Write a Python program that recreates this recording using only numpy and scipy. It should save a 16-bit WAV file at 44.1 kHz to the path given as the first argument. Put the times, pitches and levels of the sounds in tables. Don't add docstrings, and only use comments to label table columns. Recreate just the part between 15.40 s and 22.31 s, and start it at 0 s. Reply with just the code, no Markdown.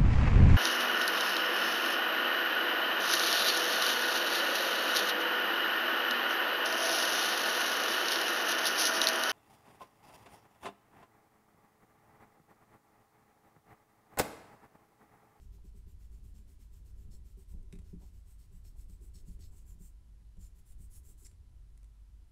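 import sys
import numpy as np
from scipy import signal
from scipy.fft import rfft, irfft, next_fast_len
from scipy.io import wavfile
from scipy.ndimage import uniform_filter1d, map_coordinates

SR = 44100
rng = np.random.default_rng(int(sys.argv[2]) if len(sys.argv) > 2 else 0)


def generate_wav(signal):
    frames = np.transpose(np.atleast_2d(signal))
    scaled = np.clip(frames, -1, 1) * 32767
    pcm = np.round(scaled).astype(np.int16)
    wavfile.write(sys.argv[1], SR, pcm)


N = 304731

# start_s, length_s, hiss_db (at top speed), drag (0-1),
# bright_db, sheet_hz, sheet_db (the sheet's main resonance), second_hz (its second one)
STROKES = [(0, 0.093, -78.5, 0, -3.9, 7340, -3, 12100), (0.115, 0.077, -79, 0, -3, 8600, -4, 11800),
           (0.235, 0.085, -79, 0, -3.3, 7800, -3, 12300), (0.345, 0.083, -76.5, 0, -4.8, 8500, -4, 12000),
           (0.467, 0.088, -76, 0, 0, 7300, 0, 11700), (0.59, 0.1, -78.5, 0, -2, 7600, -6, 11700),
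           (0.705, 0.11, -76.5, 0.07, -4, 9100, 4, 12200), (0.822, 0.11, -76.5, 0.03, -4.2, 8750, -8, 9600),
           (0.935, 0.11, -77, 0.06, -5, 7400, 5, 8900), (1.063, 0.11, -78, 0, -1, 7800, -6, 9700),
           (1.188, 0.1, -77.5, 0.04, -2.8, 7300, -3, 8100), (1.312, 0.11, -75.5, 0.08, -1, 7500, 2, 8500),
           (1.445, 0.085, -75.5, 0.15, -2, 8060, 1, 11200), (1.56, 0.11, -76.5, 0, -0.9, 7500, 5, 11600),
           (1.703, 0.088, -69, 0.82, -0.9, 7600, 12, 9300), (1.842, 0.11, -74.5, 0.16, -1.9, 7700, 0, 9000),
           (1.965, 0.094, -75.5, 0.05, -3.7, 8100, 0, 9100), (2.07, 0.1, -75, 0.02, -1, 8250, 8, 11900),
           (2.44, 0.12, -81, 0, -6.0, 8500, -4, 9400), (2.585, 0.15, -76.5, 0.15, -4.0, 8100, 1, 11900),
           (2.72, 0.11, -76.5, 0.07, -4.7, 7800, -5, 11300), (2.852, 0.12, -73, 0.1, -3, 8250, 6, 11800),
           (2.98, 0.1, -74, 0.3, -2.8, 8100, 3, 11200), (3.11, 0.11, -75, 0, -1, 8000, 10, 11100),
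           (3.236, 0.099, -71, 0.61, -0.2, 8050, 3, 11700), (3.357, 0.11, -72.5, 0.18, -1, 8000, 5, 9900),
           (3.48, 0.1, -72, 0.2, -0.0, 8100, 12, 11700), (3.598, 0.11, -71.5, 0, -2, 7850, 7, 8800),
           (3.735, 0.1, -68.5, 1, -3, 7900, 8, 8800), (3.848, 0.13, -71, 0.26, -3, 8100, 5, 9900),
           (3.99, 0.12, -69, 1, -2, 7800, 10, 8800), (4.107, 0.14, -71.5, 0.06, -2.7, 7700, 6, 8600),
           (4.25, 0.11, -68.5, 0.2, 0, 7400, 9, 11500), (4.385, 0.125, -66, 0.1, 0, 7500, 8, 8400),
           (4.985, 0.118, -67.5, 0.54, -4.0, 7240, 10, 9600), (5.145, 0.089, -75, 0, -1, 7430, 2, 10200),
           (5.25, 0.1, -69, 0, -3, 7550, 1, 8800), (5.378, 0.098, -67.5, 0, 0, 8600, 10, 7500),
           (5.497, 0.11, -62.5, 0, -2, 8500, 2, 11000), (5.627, 0.12, -65.5, 0.1, 0, 7700, 7, 8700),
           (5.772, 0.095, -64, 0, -1.7, 7900, 1, 10000)]
# freq_hz, gain_db
HISS_EQ = [(300, -21), (1000, -17), (4000, -15), (6000, -8.5), (7500, -2.5), (9500, -5), (11400, -4.5),
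           (12800, -5), (14200, -4.5), (16000, -6.5)]
RASP_EQ = [(300, -12.5), (1000, -3), (1500, -5.5), (3000, -3), (3700, -7), (4400, -8), (5500, -6),
           (7000, -4.5), (9000, -16.5), (15000, -25.5)]
# pitch_hz, width_hz, gain_db
SQUEAK_MODES = [(4400, 300, 17), (5280, 300, 17), (6550, 400, 10), (8000, 500, 8)]
# pitch_hz, t60_s, gain_db
TABLE_MODES = [(27.55, 0.4, -3.5), (63, 0.35, -9.5), (90.5, 0.17, -5), (175.3, 0.15, 6), (218.1, 0.17, 0),
               (274.3, 0.15, -6.5), (311.2, 0.22, -8), (389.3, 0.13, 1.5), (465, 0.11, -15.5),
               (630, 0.021, -26), (927, 0.034, -15.5)]
# time_s, gain_db
ROCKING = [(0, -53.5), (.29, -52.5), (.8, -51), (1.15, -56.5), (1.73, -47), (2.06, -57.5), (2.15, -40.5),
           (2.25, -49), (2.62, -51), (3.04, -57), (3.38, -49.5), (3.58, -51.5), (3.75, -51), (3.88, -49.5),
           (4.0, -47.5), (4.2, -52), (4.42, -51.5), (4.58, -56.5), (4.92, -58.5), (5.0, -47.5), (5.23, -59),
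           (5.36, -49.5), (5.82, -56), (6.36, -55.5), (6.53, -62), (6.82, -56.5), (6.9, -61)]
# freq_hz, gain_db
RUMBLE_EQ = [(12, 0), (27, 5), (38, 0), (58, 4), (72, -3), (88, -2), (110, -16), (135, -22.5), (175, -21.5),
             (260, -30), (400, -33), (600, -45), (4000, -92.5)]
ROOM_EQ = [(100, 0.5), (170, -8), (300, -13), (450, -24), (700, -21.5), (1200, -24.5), (2000, -27.5),
           (4000, -29), (7500, -30.5), (11500, -31), (13000, -37.5), (15500, -40)]
# pitch_hz, level_db (rms), waver (share of the amplitude)
HUM = [(49.77, -57.5, 0.2), (118.2, -75, 0.45)]
WHINE_HZ = [1000, 1336, 2000, 3000, 4000]
# start_s, peak_db, push_s, tilt_db_per_octave
BUMPS = [(.135, -59, 0.0012, -2), (.24, -54.5, 0.0019, 3), (.345, -57.5, .002, 3), (.468, -56, 0.002, 4.5),
         (1.686, -45.5, .03, 0.5), (1.972, -54, 0.0014, 4), (2.138, -40.5, .012, -0.5),
         (2.225, -62, 0.0015, 10), (2.329, -40.5, 0.0035, 0), (2.385, -47.5, 0.0069, -0.5),
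         (2.53, -37.5, 0.0031, 0), (2.625, -55.5, 0.003, 0), (3.135, -46.5, 0.0086, -2),
         (3.255, -59, 0.0033, -1.5), (3.385, -51.5, 0.0081, -5), (3.493, -52.5, 0.0039, -0.5),
         (3.612, -58, 0.00069, 13), (3.745, -53, 0.0092, 1), (3.878, -42, 0.007, -0.5),
         (3.99, -42.5, 0.035, 0.5), (4.346, -52.5, 0.0045, -1.5), (4.403, -47, 0.0061, 1),
         (4.676, -58, 0.0088, 0), (4.974, -49, 0.0078, 0.5), (5.15, -59, 0.0055, -1),
         (5.399, -51, 0.0089, 1.5), (5.686, -59, 0.0012, 2), (5.82, -59.5, 0.0011, 3.5)]
# start_s, length_s, level_db
BRUSHES = [(0.178, 0.017, -74), (2.117, 0.04, -79.5), (2.601, 0.059, -72), (3.35, 0.021, -80),
           (4.11, 0.047, -78)]
# freq_hz, gain_db
BRUSH_EQ = [(200, -30), (600, 4.5), (950, 6), (1300, -15), (3000, -20), (12000, -38)]
# start_s, peak_db, t60_s, tilt_db_per_octave, ring (0-1)
TICKS = [(2.229, -62, .02, 1, 0), (2.326, -47.5, .024, -.8, 0.94), (2.335, -54, 0.053, -1.5, .5),
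         (2.354, -58, 0.057, -2, 0.6), (2.388, -52.5, 0.038, -.3, .35), (2.417, -60.5, .04, -1.5, .1),
         (3.25, -58.5, .03, 0.5, .1), (3.497, -58, .025, 1, 0), (3.992, -58.5, 0.033, -0.5, .1),
         (4.970, -60, .03, -1.5, 0), (5.32, -62, 0.035, 0.5, 0.2), (5.577, -62, .025, 0.5, 0),
         (5.914, -59, .018, 0, 0.2), (6.376, -59, .013, 1, 0), (6.431, -58.5, 0.018, 0, .1),
         (6.444, -57, 0.016, 1, 0.04)]
# freq_hz, gain_db
TICK_EQ = [(300, 10), (450, 6), (660, 6), (900, -2), (1300, -1), (1900, -1.5), (3000, -4.5), (4700, -6),
           (8100, 3), (10500, -3), (12500, -8), (15000, -13)]
# pitch_hz, width_hz, gain_db
TICK_MODES = [(2480, 240, 15), (3730, 160, 14), (10100, 260, 7)]
# freq_hz, gain_db
SCRAPE_EQ = [(500, -19), (2000, -9), (3200, -12.5), (5000, -9), (7500, 0.5), (9000, 0.5), (11500, -2.5),
             (13000, -19), (15500, -17)]
# pitch_hz, width_hz, gain_db
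SCRAPE_MODES = [(2070, 250, 2), (4500, 110, 11), (7400, 420, 3)]

EASY_DB = -77.5


def undb(db):
    return 10 ** (np.asarray(db) / 20)


def unit(x):
    return x / np.sqrt(np.mean(x ** 2) + 1e-30)


def add(track, start_s, sound):
    i = int(np.clip(start_s * SR, 0, N - 1))
    track[i:i + len(sound)] += sound[:N - i]


def eq(x, curve):
    size = next_fast_len(len(x) + 4096, True) // 2 * 2
    hz, db = np.transpose(curve)
    bins_hz = np.maximum(np.fft.rfftfreq(size, 1 / SR), 1)
    gain = undb(np.interp(np.log(bins_hz), np.log(hz), db))
    cepstrum = irfft(np.log(gain), size)
    cepstrum[1:size // 2] *= 2
    cepstrum[size // 2 + 1:] = 0
    return irfft(rfft(x, size) * np.exp(rfft(cepstrum)), size)[:len(x)]


def resonance(x, hz, width_hz):
    return signal.lfilter(*signal.iirpeak(hz, hz / width_hz, fs=SR), x)


def ringing(x, modes):
    return x + sum(undb(db) * resonance(x, hz, width_hz) for hz, width_hz, db in modes)


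def drift(size, rate_hz):
    hold = int(SR / rate_hz)
    steps = np.repeat(rng.standard_normal(size // hold + 2), hold)
    return np.sqrt(2) * uniform_filter1d(uniform_filter1d(steps, hold), hold)[:size]


def decay(size, t60_s):
    return undb(-60 * np.arange(size) / SR / t60_s)


def slips(size, per_s, spread_db):
    fires = rng.random(size) < per_s / SR
    clicks = fires * rng.standard_normal(size)
    return unit(clicks * undb(spread_db * np.minimum(rng.exponential(size=size), 4)))


def rubber_hiss(grip, firmness_db, bright_db, sheet_hz, sheet_db, second_hz):
    shelved = [(hz, db + np.interp(hz, [9500, 12500], [0, bright_db])) for hz, db in HISS_EQ]
    hiss = eq(slips(len(grip), per_s=9000, spread_db=-0.5) * grip, shelved)
    hiss -= 0.3 * resonance(hiss, 0.88 * sheet_hz, width_hz=900)
    modes = [(sheet_hz, 360, sheet_db), (second_hz, 350, -2 + 0.3 * firmness_db)]
    overtones = [(hz, 120, 4) for hz in rng.uniform(6300, 12500, size=4)]
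    return unit(ringing(hiss, modes + overtones))


def sheet_rasp(grip, speed, firmness_db, drag):
    chatter = undb(2.4 * drag * drift(len(grip), rate_hz=270))
    rasp = eq(slips(len(grip), per_s=5000, spread_db=-0.5) * grip * chatter, RASP_EQ)
    level_db = -80 + 17.5 * drag - 0.49 * firmness_db
    squeak_mix = np.clip((level_db + 81) / 11, 0, 1)
    rasp += squeak_mix * (ringing(rasp, SQUEAK_MODES) - rasp)
    return undb(level_db) * unit(rasp) * speed ** (1.4 * drag)


def rub(speed, hiss_db, drag, timbre):
    size = len(speed)
    firmness_db = hiss_db - EASY_DB
    grip = undb(-0.2 * drift(size, rate_hz=290) + 0.9 * drift(size, rate_hz=70))
    hiss = undb(hiss_db) * rubber_hiss(grip, firmness_db, *timbre)
    rasp = sheet_rasp(grip, speed, firmness_db, drag)
    sizzle = unit(resonance(rng.standard_normal(size), rng.normal(13800, 400), width_hz=450))
    sizzle *= undb(-84 + 0.2 * firmness_db)
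    pressure = undb(0.9 * drift(size, rate_hz=51))
    return speed * pressure * (hiss + rasp + sizzle)


def glide(x, sweep, waver=0.0088):
    pitch_ratio = 1 + sweep * np.linspace(-0.5, 0.5, len(x)) + waver * drift(len(x), rate_hz=40)
    return map_coordinates(x, [np.cumsum(pitch_ratio)], order=5, mode="mirror")


def stroke_speed(size, pulling, firmness_db, drag):
    free_peak = (0.35 if pulling else 0.32) + 0.019 * firmness_db
    peak = (1 - drag) * free_peak + drag * 0.26
    progress = np.linspace(0, 1, size)
    swing = np.sin(np.interp(progress, [0, peak, 1], [0, np.pi / 2, np.pi])).clip(0)
    return swing ** np.where(progress < peak, 0.76, 1.1)


def tabletop(force, tilt_db=0):
    t = np.arange(SR // 3) / SR
    spot_db = 1.9 * rng.standard_normal(len(TABLE_MODES))
    ring = np.zeros(len(t))
    for k, (hz, t60_s, db) in enumerate(TABLE_MODES):
        gain = undb(db + spot_db[k] + tilt_db * np.log2(min(hz, 400) / 400))
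        ring += (-1) ** k * gain * decay(len(t), t60_s) * np.sin(2 * np.pi * hz * t)
    return signal.fftconvolve(force, ring)


def shudder(speed, firmness_db):
    size = len(speed)
    force = slips(size, per_s=1800, spread_db=-2) * np.sqrt(speed) * decay(size, t60_s=0.35)
    shake = tabletop(force)
    level_db = -72 - 0.7 * max(firmness_db, 0) + 3 * rng.standard_normal()
    return undb(level_db) * shake / np.std(shake[:size // 2])


def eraser(shudder_lead_s=0.01008):
    out = np.zeros(N)
    for k, (start_s, length_s, hiss_db, drag, *timbre) in enumerate(STROKES):
        pulling = k % 2 == 1
        firmness_db = hiss_db - EASY_DB
        speed = stroke_speed(int(length_s * SR), pulling, firmness_db, drag)
        friction = rub(speed, hiss_db, drag, timbre)
        add(out, start_s, glide(friction, sweep=0.03 if pulling else -0.03))
        add(out, start_s - shudder_lead_s, shudder(speed, firmness_db))
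    return out


def arm_rumble(trim_db=0.42):
    times_s, gains_db = np.transpose(ROCKING)
    shake = unit(eq(rng.standard_normal(N), RUMBLE_EQ))
    envelope = np.sqrt(uniform_filter1d(shake ** 2, SR // 8))
    fader_db = np.interp(np.arange(N) / SR, times_s, gains_db)
    return shake / envelope * undb(fader_db + trim_db)


def room_tone(air_db=-74, whine_db=(-96, -100, -102, -103, -104), whine_waver=0.24):
    t = np.arange(N) / SR
    low_cut = signal.butter(2, 100, "high", fs=SR, output="sos")
    air = signal.sosfilt(low_cut, eq(rng.standard_normal(N), ROOM_EQ))
    out = undb(air_db) * unit(air)
    whine = [(hz, db, whine_waver) for hz, db in zip(WHINE_HZ, whine_db)]
    for hz, db, waver in HUM + whine:
        wobble = 1 + waver * (drift(N, rate_hz=6) + 1j * drift(N, rate_hz=6))
        tone = np.real(wobble * np.exp(2j * np.pi * hz * t))
        out += undb(db) * tone / np.sqrt(0.5 + waver ** 2)
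    return out


def hand_bumps(settle_s=0.026, settle_db=-9.5, scuff_db=-75):
    out = np.zeros(N)
    size = SR // 10
    for start_s, peak_db, push_s, tilt_db in BUMPS:
        progress = np.arange(size) / SR / push_s
        push = 5 * progress * np.exp(-5 * progress)
        lag = int(settle_s * rng.uniform(0.8, 1.2) * SR)
        settle = undb(settle_db) * np.pad(push, (lag, 0))[:size]
        scuff = undb(scuff_db - peak_db) * rng.standard_normal(size) * decay(size, t60_s=0.32)
        thud = tabletop(push + settle + scuff, tilt_db)
        add(out, start_s, undb(peak_db) * thud / np.abs(thud).max())
    return out


def skin_brushes():
    out = np.zeros(N)
    for start_s, length_s, level_db in BRUSHES:
        size = int(length_s * SR)
        swish = unit(eq(rng.standard_normal(size), BRUSH_EQ))
        add(out, start_s, undb(level_db) * np.sqrt(np.hanning(size)) * swish)
    return out


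def paper_ticks():
    out = np.zeros(N)
    size = SR // 8
    for start_s, peak_db, t60_s, tilt_db, ring in TICKS:
        tilted = [(hz, db + tilt_db * np.log2(hz / 1000)) for hz, db in TICK_EQ]
        tick = eq(rng.standard_normal(size) * decay(size, t60_s), tilted)
        tick += ring * (ringing(tick, TICK_MODES) - tick)
        add(out, start_s, undb(peak_db) * tick / np.abs(tick).max())
    return out


def paper_snag(start_s=5.847, held_s=0.025, scrape_db=-58.5, squeak_db=-64.5):
    size, held = SR // 8, int(held_s * SR)
    t = np.arange(size) / SR
    taut_db = np.interp(t / held_s, [0, 0.5, 0.8, 1], [-2, 1, 4, -1])
    rustle_db = -12 - 230 * (t - held_s)
    pull = undb(np.where(t < held_s, taut_db, rustle_db))
    scrape = eq(slips(size, per_s=7000, spread_db=0) * pull, SCRAPE_EQ)
    scrape = ringing(scrape, SCRAPE_MODES)
    squeak_hz = 5280 + 650 * np.minimum(t / held_s, 1) + 130 * drift(size, rate_hz=600)
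    envelope = decay(size, t60_s=0.05) * (1 - decay(size, t60_s=0.02))
    squeak = envelope * np.sin(2 * np.pi * np.cumsum(squeak_hz) / SR)
    out = np.zeros(N)
    add(out, start_s, undb(scrape_db) * scrape / np.std(scrape[:held]))
    add(out, start_s, undb(squeak_db) * squeak / np.std(squeak[:held // 2]))
    return out


def room_reverb(x, t60_s, wet_db):
    tail = rng.standard_normal(SR // 2) * decay(SR // 2, t60_s)
    tail[:SR // 200] = 0
    return x + undb(wet_db) * signal.fftconvolve(x, tail / np.linalg.norm(tail))[:N]


def scene():
    paper = eraser() + paper_snag() + paper_ticks() + skin_brushes()
    paper = room_reverb(paper, t60_s=0.17, wet_db=-10)
    return (paper + hand_bumps() + arm_rumble() + room_tone())[None]


def record(dry):
    high_cut = signal.ellip(10, 0.2, 70, 15650, fs=SR, output="sos")
    return signal.sosfilt(high_cut, dry)


dry = scene()
out = record(dry)
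generate_wav(out)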